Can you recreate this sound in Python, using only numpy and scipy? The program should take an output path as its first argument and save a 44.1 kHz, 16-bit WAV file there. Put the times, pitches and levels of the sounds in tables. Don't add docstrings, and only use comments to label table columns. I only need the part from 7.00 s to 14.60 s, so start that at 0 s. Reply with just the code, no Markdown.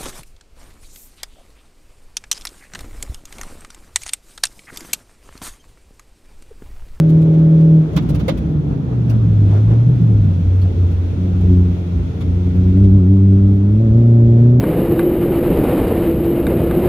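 import sys
import numpy as np
from scipy import signal
from scipy.fft import rfft, irfft, next_fast_len
from scipy.io import wavfile
from scipy.ndimage import uniform_filter1d, map_coordinates

SR = 44100
rng = np.random.default_rng(int(sys.argv[2]) if len(sys.argv) > 2 else 0)


def master_out(mix):
    frames = np.transpose(np.atleast_2d(mix))
    ceiling = np.clip(frames, -1, 1)
    pcm = np.round(ceiling * 32767).astype(np.int16)
    wavfile.write(sys.argv[1], SR, pcm)


def volts_from_db(level):
    exponent = np.asarray(level, float) / 20
    return 10 ** exponent


N = 335160

# (time [s], firing tone [dB], throttle [0-1])
EFFORT = [(0, -9.5, 0.97), (.8, -8.5, 0.97), (.9, -25.5, 0.62), (1.85, -24.5, 0.54), (1.97, -16.5, 0),
          (2.45, -10.5, .05), (3.2, -12, 0), (3.6, -11.5, 0.2), (4.12, -19.5, 0.08), (4.22, -17.5, 0.66),
          (4.42, -15, 0.67), (4.52, -9, 0.98), (4.66, -11.5, 0.7), (4.75, -21.5, 0.48), (5.2, -21, 0.44),
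          (5.3, -16.5, 0.6), (5.8, -10, 0.97), (7.6, -8.5, 1)]
# (frequency [Hz], level [dB])
EXHAUST = [(185, -13.5), (290, -21.5), (320, -25), (355, -24), (400, -30), (530, -49.5), (700, -44),
           (950, -73.5)]
# (firing rate [Hz], level [dB])
LOPE = [(90, -18), (99, -27), (109, -16.5), (117, -10.5), (160, -5)]
# (frequency [Hz], level [dB])
CABIN = [(50, -25.5), (120, -22.5), (200, -25), (245, -33.5), (280, -22), (340, -39.5), (400, -25),
         (440, -30), (500, -44), (560, -27.5), (610, -39.5), (680, -45), (800, -58.5), (1100, -70)]
# (multiple of the firing rate, level over the quarter orders [dB])
UPPER_MULTIPLES = [(5, 8.5), (7, 8.5)]


def engine():
    speed_change, jolt_db = lurches()
    hz = firing_rate() * (1 + speed_change)
    tone_db, throttle = curves(EFFORT)
    throttle = np.clip(throttle, 0, 1)

    def multiple_db(k):
        shut_db = -14.5 - 6.5 * k
        return shut_db * (1 - throttle) + 0.98 * throttle * jolt_db + along(EXHAUST, k * hz)

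    lope_shut_db = -32
    lope_open = throttle ** 3.7
    lope_db = lope_shut_db + lope_open * (along(LOPE, hz) - lope_shut_db)
    phase = 2 * np.pi * np.cumsum(hz * (1 + .002 * wobble(25))) / SR
    slip = np.clip(hz - 100, -10, 20)
    # (multiple, level [dB], lag [rad], unsteadiness [dB])
    lines = [(1, tone_db + jolt_db, 0, .6),
             (2, multiple_db(2), -.06 * slip, 1),
             (3, multiple_db(3), -2.3 - .05 * slip, 1.3),
             (4, multiple_db(4), 0.58, 2.1),
             (6, multiple_db(6), 2.7, .7)]
    for k, over_db in UPPER_MULTIPLES:
        lines.append((k, lope_db + over_db + along(CABIN, k * hz), k, 1.1))
    for k in range(2, 24):
        if k % 4:
            lines.append((k / 4, lope_db + along(CABIN, k / 4 * hz), k * k, 1.5))
    out = np.zeros((2, N))
    for k, level_db, lag, shake_db in lines:
        across = np.minimum(1.7 * (k * hz / 580) ** 3, 1.3) * np.array([[.5], [-.5]])
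        drift = .05 * k * wobble(4)
        level = np.sqrt(2) * volts_from_db(level_db + shake_db * wobble(30))
        out -= level * np.cos(k * phase - lag - across + drift)
    return out


# (time [s], firing rate [Hz])
SPEED = [(0, 159), (.7, 160.5), (1.2, 149.3), (1.36, 166), (1.64, 147.5), (1.87, 125.2), (2.5, 99.5),
         (2.92, 124.2), (3.37, 89.62), (4.1, 88.48), (4.3, 92.26), (5.08, 86.7), (5.7, 92.14), (6.2, 97.26),
         (6.61, 99.5), (7.0, 117), (7.35, 116.4), (7.6, 124)]


def firing_rate():
    flywheel_s = .05
    return uniform_filter1d(curves(SPEED)[0], size=round(flywheel_s * SR), mode="nearest")


# (time [s], speed change [%], tone change [dB], length [s])
LURCHES = [(0.722, -0.58, 1.5, 0.054), (0.974, 0.32, 11.5, 0.026), (1.05, -0.35, -13, .025),
           (1.113, -0.01, 8.5, .035), (1.241, 0.01, -26, 0.022), (1.334, -0.12, 6, .03),
           (1.421, 0.5, -1, .03), (1.56, 0.01, 8, .07), (2.99, 0.22, -1.5, .08), (3.145, -0.18, 1.8, .06),
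           (3.393, 0.09, -4, .08), (3.6, 5, 0, .09), (3.744, -1.17, -8.5, .03), (3.832, 0.84, 3.5, 0.056),
           (4.146, 1, -3.5, .025), (4.984, -0.1, 4.5, .06), (5.158, -0.81, -4.5, 0.072),
           (5.411, 0.25, -1.5, 0.034), (5.525, -0.43, -4.5, .025), (5.63, 0.48, -1.5, 0.029),
           (5.734, -0.56, -3.5, 0.022), (5.828, 6.5, 1.9, .05), (5.927, -0.02, -0.5, 0.018),
           (5.952, 5, 3.5, 0.02), (6.04, -5.5, -3.1, .035), (6.139, 1.26, .9, .03),
           (6.651, -0.93, -3.5, .17), (6.83, 4, -1.5, 0.038), (6.898, -3.5, -2, .04)]


def lurches():
    s, percent, db, length = np.transpose(LURCHES)
    return swells(s, percent / 100, length), swells(s, db, length)


# (time [s], peak [dB], mid
# clack [dB], low knock [dB], ping [Hz])
CLUNKS = [(0.0932, -42, -8, -1, 1210), (0.217, -44.5, -7.5, -1, 1100), (0.2729, -55, 0, 0.5, 1010),
          (0.335, -54.5, 14, 1, 1120), (0.383, -56.5, 10, 3, 1040), (0.6049, -51.5, 8, 7, 1120),
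          (0.9312, -50, 7, 13, 1080), (0.964, -30.5, 10.5, -10.5, 1150), (1.0235, -49, -6, 2, 1600),
          (1.091, -36.5, -1.5, 9, 1300), (1.1474, -37, 3.5, -3, 1270), (1.1957, -44, 13, -0.5, 1150),
          (1.282, -30.5, 11.5, 7.5, 2117),
    (1.3745, -43, 0.5, 4, 3400),
    (2.0974, -36.5, -13.5, -3.5, 5500),
    (3.617, -46, 7, -6.5, 4290),
    (3.914, -51, -2.5, 6, 2370),
    (4.409, -49, -4, 4, 2280),
    (5.2088, -45.5, 11, -8.5, 3480),
    (5.5511, -52, -4, 2, 2176),
    (5.7684, -53, 9, 10.5, 1960),
    (5.84, -48.5, 5.5, -4, 2050),
]
# (frequency [Hz], level [dB per Hz])
TICK = [(1470, -31.5), (2500, -3.5), (3100, -7), (6840, -12), (7500, -18), (8540, -14), (15700, -16.5)]
# (frequency [Hz], level [dB per Hz])
CLACK = [(470, -35), (800, -3.5), (1110, -2), (1960, -10.5), (2150, -3.5), (2420, -12.5), (3480, -7.5),
         (4060, -14.5), (7000, -26.5), (9100, -54), (15400, -120)]
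# (frequency [Hz], width [Hz])
KNOCK = (570, 150)


def clunks():
    tick = rush(colour(TICK), patchy_db=3.0)
    clack = rush(colour(CLACK), patchy_db=0.9)
    knock = rush(hollow(*KNOCK), patchy_db=1.5)
    out, t = np.zeros((2, N)), np.arange(SR // 4) / SR
    contacts = CLUNKS
    chance = rng.uniform(0, 2 * np.pi, (len(contacts), 2))
    for (s, db, clack_db, knock_db, ping_hz), phase in zip(contacts, chance):
        at = round(s * SR) - 90
        pan_db = -4 if db > -44.5 else 0.5
        cluster = 0
        for k in (.93, 1, 1, 1.09):
            cluster = cluster + np.sin(2 * np.pi * ping_hz * k * t + k * 9 * phase[0] + .2 * phase[:, None])
        ping = volts_from_db(-3 - .4 * clack_db - 60 * t / .06) * cluster
        thump = np.sin(2 * np.pi * 520 * t + 0.57 * phase[:, None])
        thump = volts_from_db(knock_db + 3.5 - 60 * t / 0.065) * thump
        hit = volts_from_db(clack_db) * (1 - np.exp(-t / .005)) * (ping + thump)
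        # (noise, level [dB], rise [s], time to fall 60 dB [s])
        parts = [(tick, 0, .0009, .04), (clack, clack_db, .007, .13), (knock, clack_db + knock_db, .005, .12)]
        for noise, rel_db, rise, t60 in parts:
            shape = (1 - np.exp(-t / rise)) * volts_from_db(-250 * t - 60 * np.maximum(t - .018, 0) / t60)
            grain = noise[:, at:at + len(t)] / np.std(noise[:, at:at + SR // 40])
            hit = hit + volts_from_db(rel_db) * shape * grain
        out[:, at:at + len(t)] += volts_from_db(db - 3.0 + pan_db * np.array([[.5], [-.5]])) * hit
    return out


def road():
    bump_db, boom_db, hiss_db = bumps(), braking(), air()
    judder_db = judder()
    body = thud(bump_db) + rumble(bump_db, boom_db) + boom(boom_db)
    return body + roar(hiss_db, judder_db) + hiss(hiss_db, judder_db)


SMOOTH_DB = -32.5
# (time [s], thud [dB], length [s])
BUMPS = [(0.123, -31, .1), (0.676, -34.5, 0.029), (0.964, -21, .05), (1.144, -15.5, 0.062),
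         (1.417, -23, 0.15), (1.694, -21.5, 0.048), (1.98, -31, .17), (2.262, -22, 0.15),
         (2.467, -24.5, .1), (2.693, -17.5, .05), (2.906, -27.5, 0.092), (3.19, -19, .1), (3.468, -20, .07),
         (3.8, -25.5, 0.25), (4.028, -29, 0.16), (4.461, -20, 0.14), (4.63, -24, 0.12), (5.003, -16, 0.051),
         (5.304, -20, .08), (5.625, -20.5, 0.19), (5.885, -16.5, .09), (6.476, -26, 0.11),
         (6.734, -23, 0.046), (6.91, -20, .06), (7.286, -23, 0.066), (7.516, -27, 0.11)]


def bumps():
    s, db, length = np.transpose(BUMPS)
    return 20 * np.log10(volts_from_db(SMOOTH_DB) + swells(s, volts_from_db(db), length))


# (frequency [Hz], level [dB per Hz])
THUD = [(12, -49.5), (25, -28.5), (40, -16), (52, -14), (66, -2), (78, -9.5), (110, -24.5), (220, -120)]


def thud(bump_db):
    sway = rush(colour(THUD), patchy_db=0.0)
    sway = sway / (.15 + np.abs(uniform_filter1d(sway[0] ** 2, size=3000))) ** .4
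    return volts_from_db(bump_db - 3.5) * unit(sway)


# (frequency [Hz], level [dB per Hz])
RUMBLE = [(35, -39), (70, -11.5), (110, -5), (150, -7.5), (200, -12.5), (290, -11), (380, -30.5),
          (470, -26.5), (560, -31.5), (800, -37), (1100, -63.5), (1800, -120)]


def rumble(bump_db, boom_db):
    level_db = -28.5 + 0.23 * (bump_db - SMOOTH_DB) + .25 * (boom_db - boom_db.min())
    return volts_from_db(level_db + 0.16 * wobble(14)) * rush(colour(RUMBLE), patchy_db=1.67)


# (time [s], boom [dB])
BRAKING = [(0, -34.5), (.88, -34.5), (.98, -17.5), (1.3, -25.5), (2.45, -20), (2.6, -22), (3.1, -19.5),
           (3.3, -21.5), (3.6, -32.5), (7.6, -32)]


def braking():
    return curves(BRAKING)[0]


# (frequency [Hz], width [Hz])
FLOOR_PAN = (163, 30)


def boom(boom_db):
    floor_pan = lambda f: hollow(*FLOOR_PAN)(f) + 0.28 * hollow(118, 40)(f) + 0.27 * hollow(200, 50)(f)
    return volts_from_db(boom_db + 0.52 * wobble(22)) * rush(floor_pan, patchy_db=-1.95)


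# (time [s], level over the roar [dB], length [s])
JUDDER = [
    (1.716, 5, 0.04),
    (1.924, 5.5, 0.032),
    (2.118, 6, 0.036),
    (2.548, 8.002, 0.066),
    (2.717, 7, 0.04),
]


def judder():
    return swells(*np.transpose(JUDDER))


# (frequency [Hz], level [dB per Hz])
ROAR = [(210, -24.5), (350, 0), (388, -5.5), (445, -3.5), (493, -10.5), (769, -16), (1170, -23.5),
        (1280, -22.5), (2000, -33), (2600, -63.5), (4400, -120)]


def roar(hiss_db, judder_db):
    level_db = -36 + 3.5 * np.log2(firing_rate() / 100)
    level_db = level_db + 0.43 * (hiss_db - hiss_db.mean())
    return volts_from_db(level_db + judder_db + 0.13 * wobble(12)) * rush(colour(ROAR), patchy_db=1.5)


# (time [s], hiss [dB])
AIR = [(0, -55), (.12, -53.5), (.78, -55), (.97, -53), (1.3, -52.5), (1.62, -57.5), (1.9, -56.5),
       (2.3, -53.5), (3.5, -53), (4.45, -52), (5.7, -52.5), (6.0, -56), (7.5, -55.5), (7.6, -60)]


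def air():
    return curves(AIR)[0]


# (frequency [Hz], level [dB per Hz])
HISS = [(820, -25.5), (1400, 0.5), (1600, -10), (2000, -3), (2250, -2.5), (2670, -3), (3000, -7.5),
        (3500, -8), (4000, -9), (5210, -15), (6700, -19), (7600, -24.5), (11000, -25.5), (15600, -31)]
PANELS = [3370, 5760, 6600, 8500, 9600, 12300]


def hiss(hiss_db, judder_db):
    airy = lambda f: colour(HISS)(f) * (1 + .8 * sum(hollow(hz, 500)(f) for hz in PANELS))
    level_db = hiss_db + 3.0 + 0.4 * judder_db + 0.42 * wobble(12)
    return volts_from_db(level_db) * rush(airy, patchy_db=0.4)


# (frequency [Hz], left-right likeness [-1 to 1])
ALIKE = [(30, 0.97), (100, 0.96), (160, 0.89), (270, 0.85), (450, 0.73), (740, -0.22), (1200, -0.056),
         (4000, -0.016), (12000, -0.032)]
# (frequency [Hz], left over right [dB])
LEAN = [(240, 0), (480, 0.5), (950, -0.5), (1890, -0.5), (3770, 2.5), (7520, 3.5), (15000, -3)]


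def rush(gain, patchy_db):
    z = signal.stft(rng.standard_normal((2, N + 512)), nperseg=512)[2]
    field = uniform_filter1d(rng.standard_normal(z.shape[1:]), size=5, axis=0)
    field = uniform_filter1d(field, size=10, axis=1)
    pair = signal.istft(z * volts_from_db(patchy_db * unit(field)), nperseg=512)[1][:, :N]
    turn = lambda hz: np.arccos(np.clip(along(ALIKE, hz), -1, 1)) / 2
    mid, side = filtered(pair, lambda hz: [np.cos(turn(hz)), np.sin(turn(hz))])
    lean = lambda hz: volts_from_db(along(LEAN, hz) * [[.5], [-.5]])
    return unit(filtered([mid + side, mid - side], lambda hz: gain(hz) * lean(hz)))


def colour(spectrum):
    return lambda hz: volts_from_db(along(spectrum, hz))


def hollow(hz, width):
    return lambda f: (f * width) ** 2 / ((hz * hz - f * f) ** 2 + (f * width) ** 2)


def filtered(x, response):
    m = next_fast_len(N + 8192)
    return irfft(rfft(x, m) * response(np.fft.rfftfreq(m, 1 / SR)), m)[..., :N]


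def unit(x):
    return x / np.sqrt(np.mean(x ** 2) + 1e-20)


def along(points, hz):
    f, v = np.transpose(points)
    return np.interp(np.log(hz + 1), np.log(f + 1), v)


def curves(rows):
    s, *cols = np.transpose(rows)
    return [np.interp(np.arange(N) / SR, s, c) for c in cols]


def swells(times, sizes, lengths):
    t = np.arange(N) / SR
    return sum(size * np.exp(-((t - s) / length) ** 2) for s, size, length in zip(times, sizes, lengths))


def wobble(rate):
    return map_coordinates(rng.standard_normal(int(N * rate / SR) + 4), [np.arange(N) * rate / SR])


def scene():
    return engine() + clunks() + road()


def band_limit(x):
    return signal.sosfilt(signal.butter(12, 15820, fs=SR, output="sos"), x)


def record(dry):
    mix = dry / (1 + np.abs(dry / 0.93) ** 8) ** (1 / 8)
    return band_limit(mix)


dry = scene()
out = record(dry)
master_out(out)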